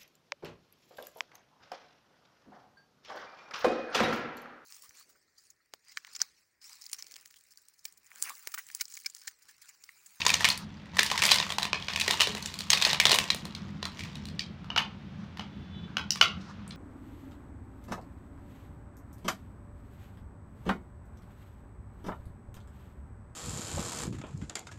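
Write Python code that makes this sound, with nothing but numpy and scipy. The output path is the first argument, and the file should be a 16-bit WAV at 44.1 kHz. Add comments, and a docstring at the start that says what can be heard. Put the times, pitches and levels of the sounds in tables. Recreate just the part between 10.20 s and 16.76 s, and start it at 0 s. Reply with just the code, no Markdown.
"""Clicks, rattles and fine crinkle of a small plastic remote control handled and opened close by;
later a few single knocks and a faint thin whine, over a low hum, rumble and hiss.
Contacts are gritty noise bursts with spectra of the struck parts; crinkle is chance slips ringing
small modes; rubs are shaped noise, the whine three partials. The shell's modes, echoes and a
diffuse tail follow the clicks, knocks and crinkle."""
import sys
import numpy as np
from scipy import signal
from scipy.fft import rfft, irfft, next_fast_len
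from scipy.io import wavfile
from scipy.ndimage import uniform_filter1d

SR = 44100
rng = np.random.default_rng(int(sys.argv[2]) if len(sys.argv) > 2 else 0)


def int16_out(signal):
    """Quantize to a 16-bit WAV file."""
    q = np.round(np.clip(np.atleast_2d(signal).T, -1, 1) * 32767)
    wavfile.write(sys.argv[1], SR, q.astype(np.int16))


N = 289296
TIME = np.arange(N) / SR
CONTACT_SAMPLES = 4096
CONTACT_HZ = np.fft.rfftfreq(CONTACT_SAMPLES, 1 / SR)

# fingers working the plastic: (time [s], relative level [dB])
HANDLING = [(0.0, -31), (0.33, -36), (0.42, -58), (0.72, -59.5), (0.8, -38), (1.1, -30), (1.31, -41),
            (1.51, -55.5), (1.91, -32.5), (2.47, -47.5), (2.54, -32), (2.71, -30), (2.79, -56),
            (2.93, -35.5), (3.3, -52.5), (3.61, -60), (3.81, -47.5), (4.3, -72)]
# small parts of the case that ring along with any click: frequency [Hz]
PARTS_HZ = [431, 597, 1020, 1868, 2295, 2520, 2900, 3245, 3630, 4100]


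def from_db(db):
    """Decibels to amplitude gain."""
    return 10 ** (np.asarray(db) / 20)


def rms_one(x):
    """Scale to unit rms."""
    return x / np.sqrt(np.mean(x ** 2) + 1e-20)


def in_time(rows):
    """Interpolate a (time, value) curve at every sample."""
    return np.interp(TIME, *np.transpose(rows))


def at_hz(points, hz):
    """Interpolate a spectrum on a log-frequency axis."""
    f, value = np.transpose(points)
    return np.interp(np.log(np.maximum(hz, 1)), np.log(f), value)


def drift(knots_per_s):
    """Random curve of unit rms, straight between its knots."""
    knots = rng.standard_normal(int(N / SR * knots_per_s) + 2)
    return rms_one(np.interp(TIME * knots_per_s, np.arange(len(knots)), knots))


def coloured(x, spectrum):
    """Shape a sound with a fixed spectrum; unit rms."""
    size = next_fast_len(N)
    gain = from_db(at_hz(spectrum, np.fft.rfftfreq(size, 1 / SR)))
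    return rms_one(irfft(rfft(x, size) * gain, size)[:N])


def band(x, low_hz, high_hz, order=2):
    """Causal band-pass."""
    return signal.sosfilt(signal.butter(order, [low_hz, high_hz], "band", fs=SR, output="sos"), x)


def resonance(x, hz, width_hz):
    """One two-pole mode, gain 1 at its top."""
    r = np.exp(-np.pi * width_hz / SR)
    zeros = np.array([1, 0, -1]) * (1 - r * r) / 2
    poles = [1, -2 * r * np.cos(2 * np.pi * hz / SR), r * r]
    return signal.lfilter(zeros, poles, x + 1e-18)


def peak(hz, centre_hz, half_width_hz):
    """The shape of one resonance, 1 at its top."""
    return 1 / (1 + ((hz - centre_hz) / half_width_hz) ** 2)


def causal(gain):
    """Minimum-phase response with these gains: nothing sounds before the blow."""
    cepstrum = irfft(np.log(gain))
    half = cepstrum.shape[-1] // 2
    fold = np.r_[1, np.full(half - 1, 2), 1, np.zeros(half - 1)]
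    return np.exp(rfft(cepstrum * fold))


def lifted(colour, hz, body_db, edge_db):
    """A contact's spectrum in dB: a heavier blow lifts the bass, a harder edge the treble."""
    body = at_hz([(974, 1), (2160, 0)], hz)
    edge = at_hz([(5300, 0), (9760, 1)], hz)
    return at_hz(colour, hz) + body_db * body + edge_db * edge


def contacts(times, colours_db, chatter_t60, snap, snap_t60, even_hz=1000, gritty_db=3.5, grit_per_s=1500):
    """Each contact is a hard snap and brief chatter of two edges, rung through the struck part."""
    size = CONTACT_SAMPLES
    t = np.arange(size) / SR
    force = from_db(-60 * t / chatter_t60) + snap * from_db(-60 * t / snap_t60)
    noise, grit = rng.standard_normal((len(times), 2, size)).transpose(1, 0, 2)
    held_grit = grit[:, (t * grit_per_s).astype(int) % size]
    chatter = rfft(noise * force * from_db(gritty_db * held_grit))
    # the chatter sets only the fine grain; the broad colour belongs to the part
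    broad = np.sqrt(uniform_filter1d(np.abs(chatter) ** 2, max(int(even_hz * size / SR), 1)))
    scale = SR * np.sqrt(.005 / 2)  # refers spectra to rms over 5 ms
    out = np.zeros(N + size)
    for s, colour_db, grain, smooth in zip(times, colours_db, chatter, broad):
        start = max(int(s * SR), 0)
        out[start:start + size] += scale * irfft(grain * causal(from_db(colour_db) / smooth))
    return out[:N]


def background(wander_rad=0.61, flutter_db=1.7, flutter_per_s=16, hiss_db=-56.5):
    """Quickly and slightly fluctuating low noise, steady soft hiss, and hum lines of wavering phase."""
    # hum lines: (frequency [Hz], level [dB rms])
    hum_lines = [(86, -56), (203, -58), (301, -66)]
    # room rumble: (time [s], level [dB])
    rumble_level = [(0.0, -45.5), (2.2, -47.5), (3.8, -43), (6.56, -45)]
    # rumble spectrum: (frequency [Hz], relative density [dB per Hz])
    rumble_colour = [(25, -28), (45, -15.5), (62, -3.5), (88, -1), (125, -4), (150, 1), (210, 2),
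                     (255, -10.5), (330, -15), (450, -24), (800, -34.5), (2000, -64.5)]
    # hiss spectrum: (frequency [Hz], relative density [dB per Hz])
    hiss_colour = [(100, -5), (400, 0.5), (1300, -1), (3500, -7.5), (6000, -19.5), (9000, -36.5),
                   (16000, -50)]
    hum = 0
    for hz, db in hum_lines:
        phase = 2 * np.pi * hz * TIME + wander_rad * drift(8)
        hum = hum + from_db(db) * np.sqrt(2) * np.sin(phase)
    level = from_db(in_time(rumble_level) + flutter_db * drift(flutter_per_s))
    rumble = level * coloured(rng.standard_normal(N), rumble_colour)
    hiss = from_db(hiss_db) * coloured(rng.standard_normal(N), hiss_colour)
    return hum + rumble + hiss


def room_tail(first_s=0.0089, build_s=0.00073, size=22000):
    """A diffuse tail of noise bands, each with its own decay time."""
    # room decay: (frequency [Hz], t60 [s])
    decay_t60 = [(300, 0.54), (800, 0.42), (2100, 0.25), (5500, 0.26), (14000, 0.099)]
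    # tail colour: (frequency [Hz], level [dB])
    tail_colour = [(200, -3.5), (600, -6), (1300, -6), (2900, -2.5), (6000, -12.5), (14000, -5)]
    t = np.arange(size) / SR
    build = np.clip((t - first_s) / build_s, 0, 1)
    edges_hz = np.geomspace(150, 17000, 11)
    tail = 0
    for low, high in zip(edges_hz, edges_hz[1:]):
        hz = np.sqrt(low * high)
        decay = from_db(-60 * t / at_hz(decay_t60, hz)) * build
        gain = np.sqrt(2 * (high - low) / SR / size) * from_db(at_hz(tail_colour, hz))
        tail = tail + gain * rms_one(band(rng.standard_normal(size), low, high) * decay)
    return tail


def room(x, wall_hz=8000, move_s=.12, count=5):
    """Dulled echoes off nearby surfaces, and a tail whose fine pattern changes as the hands move."""
    # nearby surfaces: (delay [s], level [dB])
    echoes = [(0.0128, -10.5), (.0145, -13), (.0185, -31.5), (0.0263, -14.5), (0.0333, -21), (0.044, -19),
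              (0.07, -24.5)]
    dull = signal.lfilter(*signal.butter(1, wall_hz, fs=SR), x)
    out = sum(from_db(db) * np.pad(dull, (int(delay * SR), 0))[:N] for delay, db in echoes)
    for place in range(count):  # crossfade in turn between tails
        share = np.clip(1 - np.abs((TIME / move_s - place) % count - 1), 0, 1)
        out = out + signal.oaconvolve(x * np.sin(np.pi / 2 * share), room_tail())[:N]
    return out


def whine(base_hz=432.5, waver=0.002):
    """Three high partials of one slightly unsteady tone."""
    # thin whine: (time [s], level [dB])
    whine_level = [(5.28, -80), (5.35, -69), (5.5, -65), (5.555, -52), (5.59, -53.5), (5.617, -65),
                   (5.645, -51), (5.69, -66), (5.76, -81)]
    # partials: (multiple of base_hz, relative level [dB])
    partials = [(7, -4.5), (8, 2.5), (9, -9)]
    phase = 2 * np.pi * np.cumsum(base_hz * (1 + waver * drift(32))) / SR
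    tone = sum(from_db(db + 2 * drift(35)) * np.sin(round(k) * phase) for k, db in partials)
    sounding = (TIME > whine_level[0][0]) * (TIME < whine_level[-1][0])
    return rms_one(tone) * from_db(in_time(whine_level)) * sounding


def rubs(rub_hz=(950, 1550), rustle_hz=(3800, 6000), uneven_db=3.5, level_db=-7.5):
    """Skin drags unevenly over the case: a dull rub with a light rustle above it."""
    # strokes: (centre time [s], half-length [s], relative rub level [dB], relative rustle level [dB])
    strokes = [(0.415, 0.045, -45, -50), (3.417, 0.26, -51.5, -81), (3.657, 0.062, -41.5, -62),
               (3.74, 0.12, -62, -70), (4.939, .05, -51.5, -66), (5.02, 0.08, -49, -58.5),
               (5.709, 0.076, -53.5, -76.5), (6.222, 0.1, -53.5, -56.5), (6.305, 0.084, -47, -55),
               (6.52, 0.25, -53, -78)]
    rub = rms_one(band(rng.standard_normal(N), *rub_hz))
    rustle = rms_one(band(rng.standard_normal(N), *rustle_hz))
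    out = 0
    for s, half_length_s, rub_db, rustle_db in strokes:
        stroke = np.cos(np.pi / 2 * np.clip((TIME - s) / half_length_s, -1, 1)) ** 2
        out = out + stroke * (from_db(rub_db) * rub + from_db(rustle_db) * rustle)
    return out * from_db(uneven_db * drift(70) + level_db)


def low_bodies():
    """Low, hollow body of some clicks, around 300 to 600 Hz."""
    # low bodies: (time [s], relative level [dB])
    bodies = [(0.794, -35.5), (1.531, -38.5), (1.879, -33), (1.908, -36), (2.002, -39), (2.072, -31.5),
              (2.15, -40), (2.854, -28), (2.894, -29), (2.928, -26), (3.04, -39), (3.146, -40),
              (3.254, -41), (3.628, -42)]
    # their spectrum: (frequency [Hz], density [dB per Hz])
    body_colour = [(100, -52), (300, -33.5), (420, -25.5), (520, -32.5), (600, -28), (900, -42.5),
                   (3000, -70), (16000, -94.5)]
    colours = [db + at_hz(body_colour, CONTACT_HZ) for s, db in bodies]
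    times = [row[0] for row in bodies]
    return contacts(times, colours, chatter_t60=0.027, snap=0.9, snap_t60=0.006, gritty_db=2.0)


def flicks():
    """A springy catch flicks free, ringing briefly around one high pitch."""
    # releases: (time [s], relative level [dB], ring [Hz])
    releases = [(0.302, -18.5, 4340), (5.906, -18.5, 5300), (6.478, -48.5, 8400)]
    # flick spectrum: (multiple of its ring, density [dB per Hz])
    flick_colour = [(.05, -74), (.42, -56), (.54, -42.5), (.64, -51), (.86, -41), (1, -30), (1.22, -43),
                    (1.5, -55.5), (2.8, -63)]
    colours = []
    for s, db, hz in releases:
        colours.append(db + at_hz([(k * hz, level) for k, level in flick_colour], CONTACT_HZ))
    times = [row[0] for row in releases]
    return contacts(times, colours, chatter_t60=0.024, snap=0.9, snap_t60=0.006, gritty_db=3.0)


def crinkle(per_s=550, spread_db=5.0, clump_db=0.5, slip_t60=0.017, ring_db=11.5, ring_width_hz=260,
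            level_db=-3.5, count=20):
    """Clumped gritty slips of plastic on plastic; each rings one small part of the case."""
    # crinkle spectrum: (frequency [Hz], relative density [dB per Hz])
    crinkle_colour = [(150, -51), (250, -22.5), (436, -5.5), (802, -6), (890, 5), (1380, -4.5), (2130, -2),
                      (3980, -0.5), (7310, -8), (12100, -24), (13900, -17), (16000, -34)]
    sizes = from_db(spread_db * np.minimum(rng.exponential(1, N), 3.5))
    slips = sizes * (rng.random(N) < per_s / SR) * from_db(clump_db * drift(90))
    fade = from_db(-60 / (slip_t60 * SR)) ** 2  # power decay per sample
    power = signal.lfilter([1 - fade], [1, -fade], slips ** 2 + 1e-18)
    grit = np.sqrt(power) * rng.standard_normal(N)
    part = rng.integers(0, count, N)
    pitches_hz = np.linspace(900, 7500, count)
    rings = sum(resonance(slips * (part == k), hz, ring_width_hz) for k, hz in enumerate(pitches_hz))
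    hands_on = np.clip((HANDLING[-1][0] - TIME) * 10, 0, 1)
    level = from_db(in_time(HANDLING) + level_db) * hands_on
    return coloured(grit + from_db(ring_db) * rings, crinkle_colour) * level


def soften(x, soft_hz=6000, full_db=-40, soft_range_db=16):
    """A light touch makes a duller crinkle: the treble fades as the fingers ease off."""
    dull = signal.sosfilt(signal.butter(2, soft_hz, fs=SR, output="sos"), x)
    firm = np.clip(1.5 + (in_time(HANDLING) - full_db) / soft_range_db, 0, 1)
    return firm * x + np.sqrt(1 - firm ** 2) * dull


def shell(x):
    """The hollow case colours a sound with its own resonances."""
    # shell modes: (frequency [Hz], width [Hz], lift [dB])
    shell_modes = [(686, 63, 2.5), (1020, 180, 0.5), (1340, 410, -2), (1490, 150, 1), (1870, 180, 3),
                   (2370, 82, -0.5), (2946, 39, 0.5), (4150, 470, -1), (5660, 200, 0)]
    return x + sum((from_db(lift_db) - 1) * resonance(x, hz, width) for hz, width, lift_db in shell_modes)


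def knocks(ring_share=1, low_db=7.5, low_half_width_hz=190):
    """Each dull knock rings the whole case, with a lower ring that depends on where it lands."""
    # knocks: (time [s], relative level [dB], hollow body lift [dB], hard edge lift [dB],
    #          relative case ring [dB], low ring [Hz])
    blows = [(4.444, -52, 11, 2, 2, 1295), (4.502, -41, 9, -15, 20, 1210), (4.562, -25, 3.5, -7, 6.5, 1256),
             (4.577, -22.5, 0, -7, 10, 1636), (4.581, -27.5, -1.5, 4, 15, 1020),
             (5.172, -41.5, 0, 1, -1, 1800), (5.195, -36.5, 3, -5, 9, 860), (5.769, -28, 4, -1.5, 13, 1520),
             (6.012, -13.5, -3, -0.5, 10.5, 1350)]
    # knock spectrum: (frequency [Hz], density [dB per Hz])
    knock_colour = [(100, -62), (400, -48), (974, -36.5), (1450, -36), (1880, -43), (2300, -38),
                    (4533, -39), (9544, -64), (11000, -60), (16000, -74.5)]
    # modes of the whole case: (frequency [Hz], half-width [Hz], share of its ring)
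    case_modes = [(2280, 130, 0.29), (2916, 184, 1.31), (3360, 63, 0.27), (4400, 120, 0.11),
                  (5240, 190, .3), (6180, 310, 0.65)]
    case = sum(share * peak(CONTACT_HZ, hz, width) for hz, width, share in case_modes)
    colours = []
    for s, db, body_db, edge_db, case_db, hz in blows:
        ring = case_db * case + low_db * peak(CONTACT_HZ, hz, low_half_width_hz)
        colours.append(lifted(knock_colour, CONTACT_HZ, body_db, edge_db) + db + ring_share * ring)
    times = [row[0] for row in blows]
    return contacts(times, colours, chatter_t60=0.025, snap=0.99, snap_t60=0.013, gritty_db=1.2)


def light_ticks(level_db=-4.0, spread_db=7.0, body_db=-6.0, edge_db=-8.5, count=40):
    """Rows for clicks(): loose parts tick at random times, as strongly as the fingers press."""
    when, strength, part = rng.random((count, 3)).T
    times = when * HANDLING[-1][0]
    levels = np.interp(times, *np.transpose(HANDLING)) + level_db + spread_db * (2 * strength - 1)
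    rings_hz = [PARTS_HZ[int(k)] for k in part * len(PARTS_HZ)]
    return [(s, db, body_db, edge_db, hz) for s, db, hz in zip(times, levels, rings_hz)]


def clicks(rows, ring_share=1, main_db=10.0, ring_half_width_hz=170, shoulder_db=3.5, shoulder_width=.25,
           parts_db=3.0, parts_width=0.024, level_db=-1.0):
    """Each click rings the struck part on a broad shoulder, and other parts by chance amounts."""
    # click spectrum: (frequency [Hz], density [dB per Hz])
    click_colour = [(100, -68.5), (400, -45), (700, -38), (974, -32), (1400, -38), (2176, -38),
                    (4533, -36.5), (9544, -42), (11500, -49.5), (13500, -49), (16000, -55)]
    part_peaks = [peak(CONTACT_HZ, hz, parts_width * hz) for hz in PARTS_HZ]
    others = rng.exponential(1, (len(rows), len(PARTS_HZ))).clip(0, 2) @ part_peaks
    colours = []
    for (s, db, body_db, edge_db, hz), along in zip(rows, others):
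        strike = lifted(click_colour, CONTACT_HZ, body_db, edge_db) + db + level_db
        shoulder = shoulder_db * peak(CONTACT_HZ, hz, shoulder_width * hz)
        ring = np.maximum(main_db * peak(CONTACT_HZ, hz, ring_half_width_hz), parts_db * along)
        colours.append(strike + shoulder + ring_share * ring)
    return contacts([row[0] for row in rows], colours, chatter_t60=0.025, snap=0.93, snap_t60=0.0063)


def scene(click_ring=0.55, knock_ring=0.69, click_room_db=1.5, knock_room_db=1.5):
    """The remote, its room, and the background."""
    # case clicks under the fingers: (time [s], relative level [dB], hollow body lift [dB],
    #                                 hard edge lift [dB], ring of the struck part [Hz])
    finger_clicks = [(0.017, -27, -29, -31, 2610), (0.065, -17.5, -1, -10, 6800),
                     (0.082, -31, -18, 5, 4600), (0.093, -23, -14, -11.5, 2600), (0.102, -23, -6, -4, 2460),
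                     (0.14, -19, -9, -7.5, 6270), (0.207, -30.5, 2, -5, 1870), (0.2446, -18, -6, -10, 2536),
                     (0.251, -18, -7, -7, 2210), (0.279, -29, -2, -19, 2530), (0.288, -27, -2, 5.5, 3440),
                     (0.376, -40.5, -16, 7.5, 4620), (0.769, -34, 3.5, -1.5, 1870),
                     (0.786, -32, 1, -6, 4070), (0.791, -17, -8, -22, 1775), (0.794, -18, -16, -6.5, 1860),
                     (0.831, -25.5, -13, 3, 1790), (0.863, -31, -20, -1, 4900), (0.915, -24, -2, -8, 970),
                     (0.951, -44, -2, -12, 1790), (0.977, -25, -23, -8.5, 1846),
                     (1.02, -22.5, -9, -5, 2520), (1.026, -25, 1, -6, 2580), (1.037, -22, -3.5, -1.5, 2270),
                     (1.053, -23.5, -16, 0, 4860), (1.064, -30.5, -1, 10, 3660),
                     (1.09, -22.5, -19, -18, 2470), (1.102, -30, -18, -5, 4400),
                     (1.112, -22.5, -4, -6, 4800), (1.116, -15, -4.5, -5.5, 4040),
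                     (1.143, -25.5, -13, 0, 4270), (1.159, -26.5, -2, -2, 4200),
                     (1.185, -27.5, -11, -16, 4860), (1.2, -26, 0, -13, 3700),
                     (1.226, -29.5, -3, -27, 2590), (1.303, -34.5, 6, -6, 3270),
                     (1.322, -32.5, -1, -4.5, 3490), (1.384, -25, -3.5, -7.5, 910),
                     (1.423, -34, 4, -12, 3980), (1.43, -28, -5, -4, 3950), (1.453, -32.5, 4, -8, 2560),
                     (1.531, -24, 0, -20.5, 2530), (1.625, -39, -16, -23, 3270),
                     (1.684, -29, -2.5, -22, 2470), (1.701, -35.5, 1, -30, 2280),
                     (1.735, -35, -2, -10, 4470), (1.76, -27, -6, -8, 2540), (1.799, -27.5, -17, -1, 2600),
                     (1.811, -27.5, -14, -4, 3960), (1.816, -28, -12, -12, 2500),
                     (1.879, -23, -10, -6, 1970), (1.904, -38.5, 6, -24, 990), (1.909, -22, -8, -4.5, 3700),
                     (2.002, -25.5, 1, -10, 2930), (2.007, -19, -7.5, -7, 2870),
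                     (2.016, -19.5, -6.5, -5.5, 2950), (2.072, -29.5, 2, -6.5, 3950),
                     (2.122, -43, -13.5, -5, 4220), (2.15, -37, 2.5, -2.5, 3870), (2.179, -43, 6, 0, 2070),
                     (2.225, -44, -12, 4, 6250), (2.259, -32, -15, -2.5, 7100),
                     (2.341, -38.5, -11.5, -1.5, 4200), (2.389, -38, -14.5, 3.5, 4600),
                     (2.406, -35, -4, -4, 4170), (2.5027, -17.5, -15.5, -3.5, 6410),
                     (2.518, -30.5, -1, -10, 3300), (2.531, -19.5, -6.5, -11.5, 4380),
                     (2.534, -21, -3, -5.5, 4430), (2.615, -29, -2, -6, 3700),
                     (2.623, -20.5, -8, -6.5, 3780), (2.65, -20, -7, -8, 4350),
                     (2.667, -34.5, 14.5, -22, 3780), (2.701, -26, -11, -37, 3800),
                     (2.731, -24.5, 1, -6, 3990), (2.745, -30.5, 1, -17, 2470), (2.8, -16, -8, -7.5, 2230),
                     (2.837, -39.5, 7, 5, 2030), (2.854, -16, -3, -8, 3540), (2.868, -21.5, -11, -8, 3840),
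                     (2.894, -23.5, -2.5, -5, 4430), (2.909, -24, -3, -16, 3940), (2.916, -20, 0, -3, 4200),
                     (2.921, -25.5, -0.5, 2, 4060), (2.929, -23, -5, -13, 2760),
                     (2.942, -24.5, -18, -4, 3750), (2.947, -27, 5.5, 4, 3770), (2.957, -29, -1, 0, 2900),
                     (2.987, -20.5, -2.5, -3, 2660), (3.04, -36, 2, -5, 3250), (3.087, -41, -2, -24, 2650),
                     (3.103, -21, -9, -12, 3980), (3.147, -38, 6.5, 7, 4180), (3.253, -42, 2.5, 1.5, 4170),
                     (3.35, -38, -18, -10, 4150), (3.628, -34, 2.5, -14, 3970),
                     (3.654, -33.5, -6.5, -7, 4080), (3.793, -38.5, -8, -10, 2380),
                     (3.807, -39, -10, -14, 2310), (3.836, -42, -16, -7, 2320), (3.955, -44, -20, -7, 3870),
                     (4.055, -45, -18, -2.5, 4120), (4.086, -47, -18, -8, 4400),
                     (4.193, -29.5, -21, -17, 4580), (5.958, -37, -5.5, -6, 1242),
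                     (6.508, -45, -23, -18, 4160)]
    # the room answers more as the remote is turned away: (time [s], room send [dB])
    wetness = [(0, -5.5), (1.5, -1.5), (2.8, -3.5), (3.2, -4.5), (4.2, -0.5), (6.5, 1.5)]
    small = soften(crinkle()) + flicks() + low_bodies()
    rows = finger_clicks + light_ticks()
    direct = shell(clicks(rows) + knocks() + small)
    # the walls receive the case from all sides, which evens out its resonances
    room_clicks = from_db(click_room_db) * clicks(rows, click_ring)
    room_knocks = from_db(knock_room_db) * knocks(knock_ring)
    scattered = shell(room_clicks + room_knocks + small)
    reflected = room(scattered * from_db(in_time(wetness)))
    return (direct + reflected + rubs() + whine() + background())[None]


def record(dry, cutoff_hz=15850):
    """Clip the highest peaks and cut the top of the treble."""
    low_pass = signal.ellip(10, .1, 80, cutoff_hz, fs=SR, output="sos")
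    return signal.sosfilt(low_pass, np.clip(dry, -.88, .88))


dry = scene()
out = record(dry)
int16_out(out)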